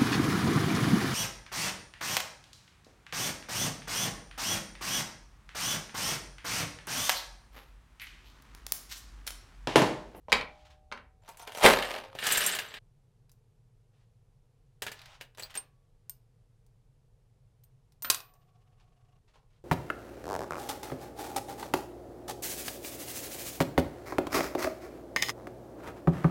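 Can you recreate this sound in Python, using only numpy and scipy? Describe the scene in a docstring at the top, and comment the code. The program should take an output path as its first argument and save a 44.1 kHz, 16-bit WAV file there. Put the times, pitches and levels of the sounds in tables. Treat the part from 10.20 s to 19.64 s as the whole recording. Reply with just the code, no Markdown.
"""A small workshop with a low hum; the room answers every knock.
A plastic lid is slapped onto a wooden bench; a box of small metal parts is banged upside down on it
and lifted off. The parts pour out, drumming on the plastic and clinking in their own modes.
Hands pick washers from the heap, try them together and drop one, which rolls away wobbling."""
import sys
import numpy as np
from scipy import signal
from scipy.fft import rfft
from scipy.io import wavfile

SR = 44100
rng = np.random.default_rng(int(sys.argv[2]) if len(sys.argv) > 2 else 0)


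def to_wav(sig):
    """Store sig (one row per channel, or 1-D mono) as 16-bit WAV at the path in sys.argv[1].

    Samples outside -1..1 are clipped; the rate is SR.
    """
    pcm = np.clip(np.atleast_2d(sig), -1, 1) * 32767
    pcm = np.round(pcm).astype(np.int16)
    wavfile.write(sys.argv[1], SR, pcm.T)  # frames by channels


N = 416304
TIME = np.arange(N) / SR
TAPS, EDGE_HZ = 8192, 16200
PICKUP_S, LAND_S, LIFT_S, POUR_END_S = 1.02, 1.425, 1.945, 2.59

BANDS_HZ = [(150, 1200), (1200, 5000), (5000, 16000)]  # thud, clack, tick: low/Hz, high/Hz
# plastic resonances: f/Hz, width/Hz, level/dB
LANDED_BOX = [(287, 15, -11), (480, 7.7, -3.5), (607, 260, -5), (895.6, 84.8, -5.5), (1200, 56, -12),
              (1710, 73, -4), (2211, 220, -11.5)]
LOADED_LID = [(400, 31, -16.5), (689, 61, -8), (1715, 110, 1.5), (2890, 30, -10), (3490, 54.16, -9),
              (3870, 33, -8), (4752, 126, -7)]
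# spectra: f/Hz, level/dB
BOX_TONE = [(35, -45.5), (60, -17), (130, -13), (250, -6.5), (281, -7.5), (315, -8.5), (448, -4), (515, -3),
            (651, -1), (1440, -10.5), (1620, -9.5), (3120, -10), (5330, -19.5), (13900, -24.5),
            (16000, -32.5)]
HEAP_TONE = [(59, -17), (100, -12.5), (277, -14), (335, -15.5), (433, -10), (991, -10.5), (1680, -0.5),
             (2990, 2), (5420, -10), (8830, -13), (10500, -16.5), (12700, -15), (16000, -22)]
RUB_TONE = [(88, -2), (150, -25), (359, -23), (443, -23.5), (623, -6), (1740, -9), (3440, -9.5),
            (6070, -17.5), (14000, -38)]


def amp(db):
    """dB to gain."""
    return 10 ** (np.asarray(db) / 20)


def unit(x):
    """Scale to rms 1."""
    return x / np.sqrt(np.mean(x ** 2) + 1e-20)


def read(points, hz):
    """Interpolate over log frequency."""
    f, value = np.transpose(points)
    return np.interp(np.log(hz + 1), np.log(f + 1), value)


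def add(mix, start_s, sound):
    """Mix in place."""
    part = mix[max(round(start_s * SR), 0):][:len(sound)]
    part += sound[:len(part)]


def band(x, low_hz, high_hz):
    """Butterworth band-pass."""
    return signal.sosfilt(signal.butter(4, [low_hz, high_hz], "band", fs=SR, output="sos"), x)


def colour(x, tone):
    """Minimum-phase filter: attacks stay sharp."""
    hz = abs(np.fft.fftfreq(TAPS, 1 / SR))
    log_gain = np.log(amp(np.maximum(read(tone, hz), -100)))
    response = np.fft.ifft(np.exp(np.conj(signal.hilbert(log_gain)))).real
    return signal.oaconvolve(x, response[:TAPS // 2])[:len(x)]


def resonate(x, modes):
    """Parallel resonators."""
    return sum(amp(db) * signal.lfilter(*signal.iirpeak(hz, hz / width_hz, SR), x)
               for hz, width_hz, db in modes)


def ring(modes, size=SR):
    """Sum of decaying sines."""
    t = np.arange(size) / SR
    return sum(amp(db - 60 * t / t60_s) * np.sin(2 * np.pi * hz * t) for hz, db, t60_s in modes)


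def grains(per_s, spread_db):
    """Random impulses, most weak, a few strong."""
    size = amp(spread_db * np.minimum(rng.exponential(1, N), 4))
    return size * rng.choice([-1, 1], N) * (rng.random(N) < per_s / SR)


def air():
    """Faint steady noise, mostly bass."""
    tone = [(12, -29.5), (20, -1), (39, -1), (75, -17), (96, -3.5), (120, -8), (157, -9.5), (185, -20),
            (326, -28.5), (464, -20), (561, -29), (755, -30), (1530, -39.5), (10200, -46.5), (13000, -51)]  # spectrum: f/Hz, level/dB
    noise = band(colour(rng.standard_normal(N), tone), 10, 13500)
    return amp(-77) * noise / band(noise, 200, 13000).std()


def hum():
    """Low wavering hum; its pitch and level step."""
    steps = [(0, 60.1, -60.5), (1.011, 98.84, -67.5), (2.6, 122.1, -67), (9.019, 115, -71.5)]  # t/s, f/Hz, level/dB
    start_s, hz, db = np.transpose(steps)
    step = np.searchsorted(start_s[1:], TIME)
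    lowpass = signal.butter(2, 14, fs=SR, output="sos")
    waver = unit(signal.sosfilt(lowpass, rng.standard_normal((2, N))))
    carrier = np.exp(2j * np.pi * np.cumsum(hz[step]) / SR)
    return amp(db - 1)[step] * (carrier * (waver[0] + 1j * waver[1])).real


def workshop(x, onset_s):
    """Diffuse echo of a small room; treble dies first."""
    decay = [(150, .42), (400, 0.33), (1040, 0.31), (2760, 0.28), (7280, 0.18), (15000, 0.25)]  # f/Hz, t60/s
    hz, t, spectrum = signal.stft(rng.standard_normal(SR // 2), SR, nperseg=256)
    spectrum *= amp(-60 * t / read(decay, hz)[:, None])
    tail = signal.istft(spectrum, SR, nperseg=256)[1]
    tail *= 1 - np.exp(-(np.arange(len(tail)) / SR / onset_s) ** 2)
    tone = [(100, 2.5), (700, 0.5), (2500, -3), (7000, -4.5), (15000, -3.5)]  # f/Hz, level/dB
    tail = colour(tail / np.linalg.norm(tail), tone)
    return signal.oaconvolve(x, tail)[:N]


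def rolling_washer():
    """A washer rolls, swishing at each wobble, faster as it leans over; things on the bench ring."""
    path = [(8.03, -70, 16), (8.3, -73, 14.4), (8.6, -74, 20), (8.8, -74, 23.9), (8.99, -71, 30)]  # t/s, level/dB, wobble rate/Hz
    # two low tones ringing from things on the bench, two for the swish: f/Hz, width/Hz, level/dB
    modes = [(734.5, 35, 3), (1106, 46, -4), (2810, 150, -1), (5140, 970, -19)]
    s, db, wobble_hz = np.transpose(path)
    turns = np.cumsum(np.interp(TIME, s, wobble_hz) * (TIME > s[0])) / SR
    wobble = np.cos(np.pi * turns) ** 2
    bench_ring = unit(resonate(rng.standard_normal(N), modes[:2]))
    swish = resonate(rng.standard_normal(N), modes[2:])
    swish = unit(swish + amp(-1) * colour(rng.standard_normal(N), RUB_TONE))
    gain = amp(np.interp(TIME, s, db)) * (TIME >= s[0]) * (TIME <= s[-1])
    return gain * (bench_ring * (0.5 + 0.32 * wobble) + amp(-5) * swish * wobble ** 2)


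def rubs(attack_s=0.0058, t60_s=0.18):
    """Fingers and parts slide: strokes of tiny crackling slips."""
    strokes = [(0.093, .007, -56.5), (0.272, 0.16, -71), (0.447, .025, -66), (0.5, 0.012, -64.5),
               (3.729, .1, -83), (4.735, 0.22, -62), (5.002, .008, -63), (5.235, 0.028, -60),
               (5.294, 0.018, -61), (8.594, 0.014, -72.5), (9.075, .02, -74.5), (9.135, 0.028, -72),
               (9.3, 0.078, -81.5)]  # t/s, length/s, level/dB
    slips = unit(colour(grains(per_s=5800, spread_db=0.5), RUB_TONE))
    pressure, t = np.zeros(N), np.arange(SR) / SR
    for s, length_s, db in strokes:
        release_db = -60 * np.maximum(t - length_s, 0) / t60_s
        add(pressure, s, amp(db + release_db) * np.minimum(t / attack_s, 1))
    return amp(3.5) * slips * pressure


def ringing():
    """Free parts chime; the two big blows shake the bench and what lies on it."""
    strikes = [(1.089, -44.5, "box"), (1.201, -50.5, "box"), (1.225, -49, "box"), (2.122, -27.5, "sleeve"),
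               (2.174, -28, "sleeve"), (2.263, -23.5, "sleeve"), (5.196, -47, "nut"), (5.224, -48, "bolt"),
               (5.234, -39.5, "bolt"), (5.353, -71, "tool case"), (5.375, -23.5, "bush"),
               (5.896, -27.5, "washer"), (7.44, -51, "washer"), (7.828, -34.5, "ring"),
               (7.902, -59, "tool case")]  # t/s, level/dB, part
    # modes: f/Hz, level/dB, t60/s
    part_modes = {"box": [(711, -4, .12), (920, 1.5, 0.11), (1120, -7, .1), (1370, -8.5, .1)],
                  "sleeve": [(7520, -0.5, 0.096), (8710, 1, .1), (12889, -7.5, 0.12), (12960, -3.5, .11)],
                  "nut": [(7770, 7.5, 0.059), (12400, -19, .06)], "bolt": [(4160, 0, 0.068),
                  (4340, 4, 0.045), (4700, 0, .08), (4823, -7, 0.088), (8000, -10.5, .1), (13100, -17, .1),
                  (15500, -5, 0.084)], "bush": [(5100, -25, 0.093), (8690, -2, 0.083),
                  (13700, -26.5, 0.11)], "washer": [(8650, -14.5, 0.077), (11930, -7, 0.019),
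                  (13500, -19, .11), (13600, -6, 0.04)], "ring": [(8900, -14, 0.36), (13960, 0.5, .46)],
                  "tool case": [(1130, -1, 1.1), (1750, -11.5, .9), (2473, -18.5, 1.1)]}
    clutter_modes = [(70.15, 5, 0.25), (307, -13, 1.2), (608, -4, 1.6), (660, -4, 0.77), (760, -11, 3.1),
                     (824, -4.5, 1.2)]
    bench_modes = [(44.5, -7, 0.82), (174, -0.5, 0.29), (224, 1, .25), (283, -5, 0.12), (458.3, 7.5, 0.14),
                   (534, -8.5, 1.7), (560, 6, .2), (656, 11.5, .18), (893.5, 10, .2), (932, 7.5, 0.18)]
    out = np.zeros(N)
    for s, db, part in strikes:
        add(out, s, amp(db) * ring(part_modes[part]))
    add(out, 0.127, amp(-48) * ring(clutter_modes))
    add(out, 1.448, amp(-31) * ring(bench_modes))
    return out


def loose_part(t60_s, detune):
    """One metal part: three modes of the heap, randomly detuned and damped."""
    heap_modes = [(5787, -64), (6169, -64), (6756, -59), (7370, -53.5), (7671, -50), (7854, -59),
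                  (8290, -59), (8710, -46.5), (9017, -58), (9458, -59.5), (9932, -58), (9991, -56),
                  (11100, -50.5), (12252, -54), (12888, -51.5), (13173, -48), (13631, -62), (14067, -63.5),
                  (15455, -57.5), (15558, -61)]  # f/Hz, level/dB
    picks = rng.permutation(heap_modes)[:3]
    modes = [(hz * (1 + detune * rng.standard_normal()), db, t60_s * np.exp(rng.normal(0, 0.092)))
             for hz, db in picks]
    sound = ring(modes, size=TAPS // 2)
    return np.pad(sound, (0, TAPS // 2)) / abs(sound).max()


def plastic_body(x, modes, loss_hz=70):
    """Thin lossy plastic: widened resonances, capped at 0 dB, add a hollow colour."""
    return x + resonate(x, [(hz, width_hz + loss_hz, min(db, 0)) for hz, width_hz, db in modes])


def blows(hits, tone, modes, snap_db, crack_s, body_db, body_t60_s, metal_db, echo_db):
    """Each blow: a snap with near echoes, a brief crack, dense plastic ring, a metal part's modes."""
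    echoes = [(.0012, -5), (.0028, -4), (.0047, -6)]  # off bench and tool cases: delay/s, level/dB
    out, t, hz = np.zeros(N), np.arange(TAPS) / SR, np.fft.rfftfreq(TAPS, 1 / SR)
    envelope = np.exp(-t / crack_s) + amp(body_db - 60 * t / body_t60_s)
    attack = round(0.02 * SR)
    for s, clack_db, thud_db, tick_db in hits:
        hit = envelope * rng.standard_normal(TAPS)
        hit += amp(metal_db) * loose_part(t60_s=0.029, detune=0.013)
        hit[0] += amp(snap_db)
        for delay_s, db in echoes:
            add(hit, delay_s * rng.uniform(0.93, 1.15), amp([snap_db + echo_db + db]))
        hit = colour(plastic_body(hit, modes), tone)
        # force and point of impact set the band balance
        power = 2 * abs(rfft(hit[:attack], TAPS)) ** 2 / (TAPS * attack)
        band_db = 10 * np.log10([power[(hz > low) & (hz < high)].sum() for low, high in BANDS_HZ])
        thud, clack, tick = np.array([thud_db, 0, tick_db]) - band_db
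        balance = [(900, thud), (1600, clack), (3800, clack), (6800, tick)]
        add(out, s, amp(clack_db) * colour(hit, balance))
    return out


def washer_clicks():
    """Single washers click together or land near the lid's rim."""
    hits = [(3.095, -72.5, -14, -2), (3.117, -83, -8, 16), (4.792, -53, -27, -17), (4.817, -55, -29.5, -12),
            (4.858, -54, -28, -11.5), (5.149, -65, -13, -11), (5.375, -50.5, -6, -3),
            (5.896, -62, -12, 9.5), (6.465, -85.5, -1, 7), (7.437, -78.5, -9, 6.5), (7.722, -76.5, -6, 1),
            (7.823, -56, -4.5, 10.5), (7.901, -24.5, -13, 2), (7.946, -40, -15.5, 2.5),
            (8.004, -56, -6, -1), (8.138, -84, 13, 13)]  # t/s, clack/dB, thud/dB re clack, tick/dB re clack
    tone = [(59, -34), (100, -1.5), (202, -31.5), (277, -5), (350, -10), (736, -3), (880, -5), (1080, -4.5),
            (1750, -11), (2270, -10), (2470, -7), (3470, -6), (4770, 0), (8830, -1), (14100, -3.5),
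            (16000, -11.5)]  # f/Hz, level/dB
    edge_modes = [(1044, 120, 1.5), (1432, 32, -4.5), (2025, 51, 1), (2550, 16, -9), (3600, 36, -8)]  # f/Hz, width/Hz, level/dB
    return blows(hits, tone, edge_modes, snap_db=19, crack_s=0.001586,
                 body_db=-4, body_t60_s=0.063, metal_db=-27, echo_db=-3)


def heap_clinks():
    """Metal parts knock on the heap and the loaded lid."""
    hits = [(1.951, -53.5, 9, -5.5), (1.988, -39, -14, -14), (2.027, -38.5, -8.5, -28),
            (2.068, -34.5, -4, 3), (2.112, -33.5, -8, -7), (2.122, -49, 5, 20), (2.173, -39, -1.5, 7),
            (2.264, -45, -4, 12), (2.351, -55.5, -12, 17), (2.388, -34, -13, -7.5),
            (2.54, -44.5, -13.5, -13), (2.569, -49, -15.5, -20), (4.621, -39, -5, -1),
            (4.666, -39.5, -7.5, -8.5), (4.682, -46, -7, -13), (4.717, -48, -7.5, -3),
            (5.011, -46, -8.5, -8), (5.174, -59.5, -2, -1), (5.183, -53, 0, -5), (5.196, -48.5, -4, -3),
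            (5.224, -56, 0.5, 4.5), (5.305, -56.5, -15, -8), (5.342, -52, -14.5, -8),
            (5.353, -45, -7.5, 0.5), (5.363, -48.5, -4, -11)]  # t/s, clack/dB, thud/dB re clack, tick/dB re clack
    return blows(hits, HEAP_TONE, LOADED_LID, snap_db=8.5, crack_s=0.0013,
                 body_db=5, body_t60_s=0.099, metal_db=-13.5, echo_db=-5)


def lid_slaps():
    """Hollow knocks on the plastic lid, then a soft hand thump on the bench."""
    hits = [(0.084, -61.5, 18, -17), (0.12, -27.5, -7, -9.5), (0.127, -20, -8.5, -12.5),
            (0.153, -54, 1, -10), (0.201, -56, -5, -20), (0.211, -38.5, -6, -20), (0.716, -48, -3, -21),
            (0.724, -42, -5, -15), (0.775, -52.5, -6, -21), (7.847, -40, -10.5, -10.5),
            (7.852, -46.5, -7.5, -11.5), (9.157, -76.5, 11.5, -7), (9.23, -89.5, 15.5, -6.5)]  # t/s, clack/dB, thud/dB re clack, tick/dB re clack
    tone = [(18, -26), (30, -7.5), (124, -14.5), (252, -4.5), (404, -10.5), (473, -1), (1010, -4.5),
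            (1400, -5.5), (2230, -4), (2680, -4.5), (4000, -7.5), (10500, -30.5), (16000, -47.5)]  # f/Hz, level/dB
    lid_modes = [(1020, 74, -10.5), (1334, 70, 0), (1497, 25, -1.5), (2030, 35, -11.5), (2237, 41, -4),
                 (2280, 33, -5), (3180, 140, -7.5), (4205, 35, -12), (5960, 69, -20.5)]  # f/Hz, width/Hz, level/dB
    return blows(hits, tone, lid_modes, snap_db=11, crack_s=0.0026,
                 body_db=-19.5, body_t60_s=0.11, metal_db=-56, echo_db=-3)


def box_bangs():
    """The full box and its load knock, hardest on landing."""
    hits = [(1.09, -58.5, 1.5, 2.5), (1.172, -63, -7, 5.5), (1.275, -46, -3.5, -9), (1.321, -50, -5, -9),
            (1.349, -47.5, -0.5, -4.5), (1.374, -46.5, 1, -2), (1.443, -22.5, 2.5, -20.5),
            (1.454, -21, 6, -10), (1.461, -14, -7, -13), (1.529, -38.5, 0, -5), (1.588, -34, -4, -13.5),
            (1.625, -33.5, -14, -14), (1.712, -46, -9.5, -21), (1.762, -43.5, -5.5, -14.5)]  # t/s, clack/dB, thud/dB re clack, tick/dB re clack
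    return blows(hits, BOX_TONE, LANDED_BOX, snap_db=12.5, crack_s=0.0016,
                 body_db=-7.5, body_t60_s=0.14, metal_db=-20, echo_db=-3.5)


def contacts(per_s, spread_db, scrape_s=0.0015):
    """Parts hit plastic at random: each a click and a brief scrape."""
    clicks = unit(grains(per_s, spread_db))
    energy = signal.lfilter([1], [1, -np.exp(-1 / (scrape_s * SR))], clicks ** 2)
    scrape = unit(np.sqrt(energy) * rng.standard_normal(N))
    return unit(scrape + amp(-6.5) * clicks)


def jingle(t60_s, detune, count):
    """Parts hit each other at random, each with its own pitches."""
    out = np.zeros(N)
    for slot in range(count):
        s = np.interp(slot + rng.random(), [0, count], [PICKUP_S, POUR_END_S])
        add(out, s, amp(rng.normal(0, 3.5)) * loose_part(t60_s, detune))
    return out / out[(TIME > PICKUP_S) & (TIME < POUR_END_S)].std()


def flow_gains(t):
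    """Gain per band as the load slides, crashes, settles, pours and topples; surges add in power."""
    # peak t/s, rise/s, hold/s, t60/s, clack/dB, thud/dB re clack, tick/dB re clack
    surges = [(1.098, 0.11, .004, 0.22, -52, 2.5, -4.5), (1.197, .05, 0.032, 0.15, -52, 0.5, 1.5),
              (1.275, 0.023, 0.0026, .17, -46.5, 3.5, -8), (1.384, .13, 0.052, .2, -42, 3, 0),
              (1.442, .033, .018, 0.37, -14, -2.5, -6), (1.633, .1, 0.1, 0.49, -37.5, -2, -10.5),
              (2.061, 0.11, 0.22, 0.6, -28, -9, -2.5), (2.561, 0.25, 0.0087, .15, -47.5, -5, -30)]
    slopes = [0.83, 0.95, 1.25]  # thud, clack, tick in dB per dB of flow: slow parts sound dull
    power = 0
    for peak_s, rise_s, hold_s, t60_s, clack_db, thud_db, tick_db in surges:
        rise_db = -30 * np.maximum(peak_s - t, 0) / rise_s
        fade_db = -60 * np.maximum(t - peak_s - hold_s, 0) / t60_s
        peak_db = clack_db + np.array([[thud_db], [0], [tick_db]])
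        power += amp(peak_db + np.outer(slopes, rise_db + fade_db)) ** 2
    return np.sqrt(power)


def tumble():
    """Hundreds of collisions drum on the carried box, the landed box, then the lid."""
    held_modes = [(730, 67, -2), (950, 46, 0), (1370, 46, -3), (2440, 60, -9.5), (3610, 140, -8.5)]  # box in the air: f/Hz, width/Hz, level/dB
    active = (TIME > PICKUP_S) & (TIME < POUR_END_S)
    caged = contacts(per_s=800, spread_db=4.5) + amp(-5) * jingle(t60_s=0.08, detune=0.21, count=170)
    free = contacts(per_s=1800, spread_db=3.5) + amp(1) * jingle(t60_s=0.057, detune=0.004, count=260)
    carried = colour(plastic_body(caged[active], held_modes), BOX_TONE)
    carried = band(carried, 520, EDGE_HZ)  # no bass off the bench
    landed = colour(plastic_body(caged[active], LANDED_BOX), BOX_TONE)
    poured = colour(plastic_body(free[active], LOADED_LID), HEAP_TONE)
    stage = np.searchsorted([LAND_S, LIFT_S], TIME[active])
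    out = np.zeros(N)
    for edges_hz, gain in zip(BANDS_HZ, flow_gains(TIME[active])):
        sounds = band(np.array([carried, landed, poured]), *edges_hz)
        out[active] += gain * np.choose(stage, sounds / sounds.std(axis=1, keepdims=True))
    return amp(-5.5) * out


def scene():
    """Mono mix in the room; all but air and hum stops dead briefly after the pour."""
    lid, box, heap, washers = lid_slaps(), box_bangs(), heap_clinks(), washer_clicks()
    clatter, chimes = tumble() + rubs(), ringing()
    knock_send = amp(-1.5) * lid + amp(-5.5) * (box + washers) + amp(-9.5) * heap
    echo = workshop(knock_send + amp(-7.5) * clatter + amp(-21) * chimes, onset_s=0.002)
    direct = lid + box + heap + washers + clatter + chimes + rolling_washer()
    gate = np.interp(TIME - POUR_END_S, [-0.002, 0, 0.4, 0.45], [1, 0, 0, 1])
    return ((direct + echo) * gate + air() + hum())[None]


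def record(dry):
    """Soft clip, then low-pass."""
    ceiling = 0.6
    clipped = dry / (1 + (dry / ceiling) ** 6) ** (1 / 6)
    lowpass = signal.firwin(255, EDGE_HZ, window=("kaiser", 9), fs=SR)
    return signal.oaconvolve(clipped, lowpass[None], "same")


dry = scene()
out = record(dry)
to_wav(out)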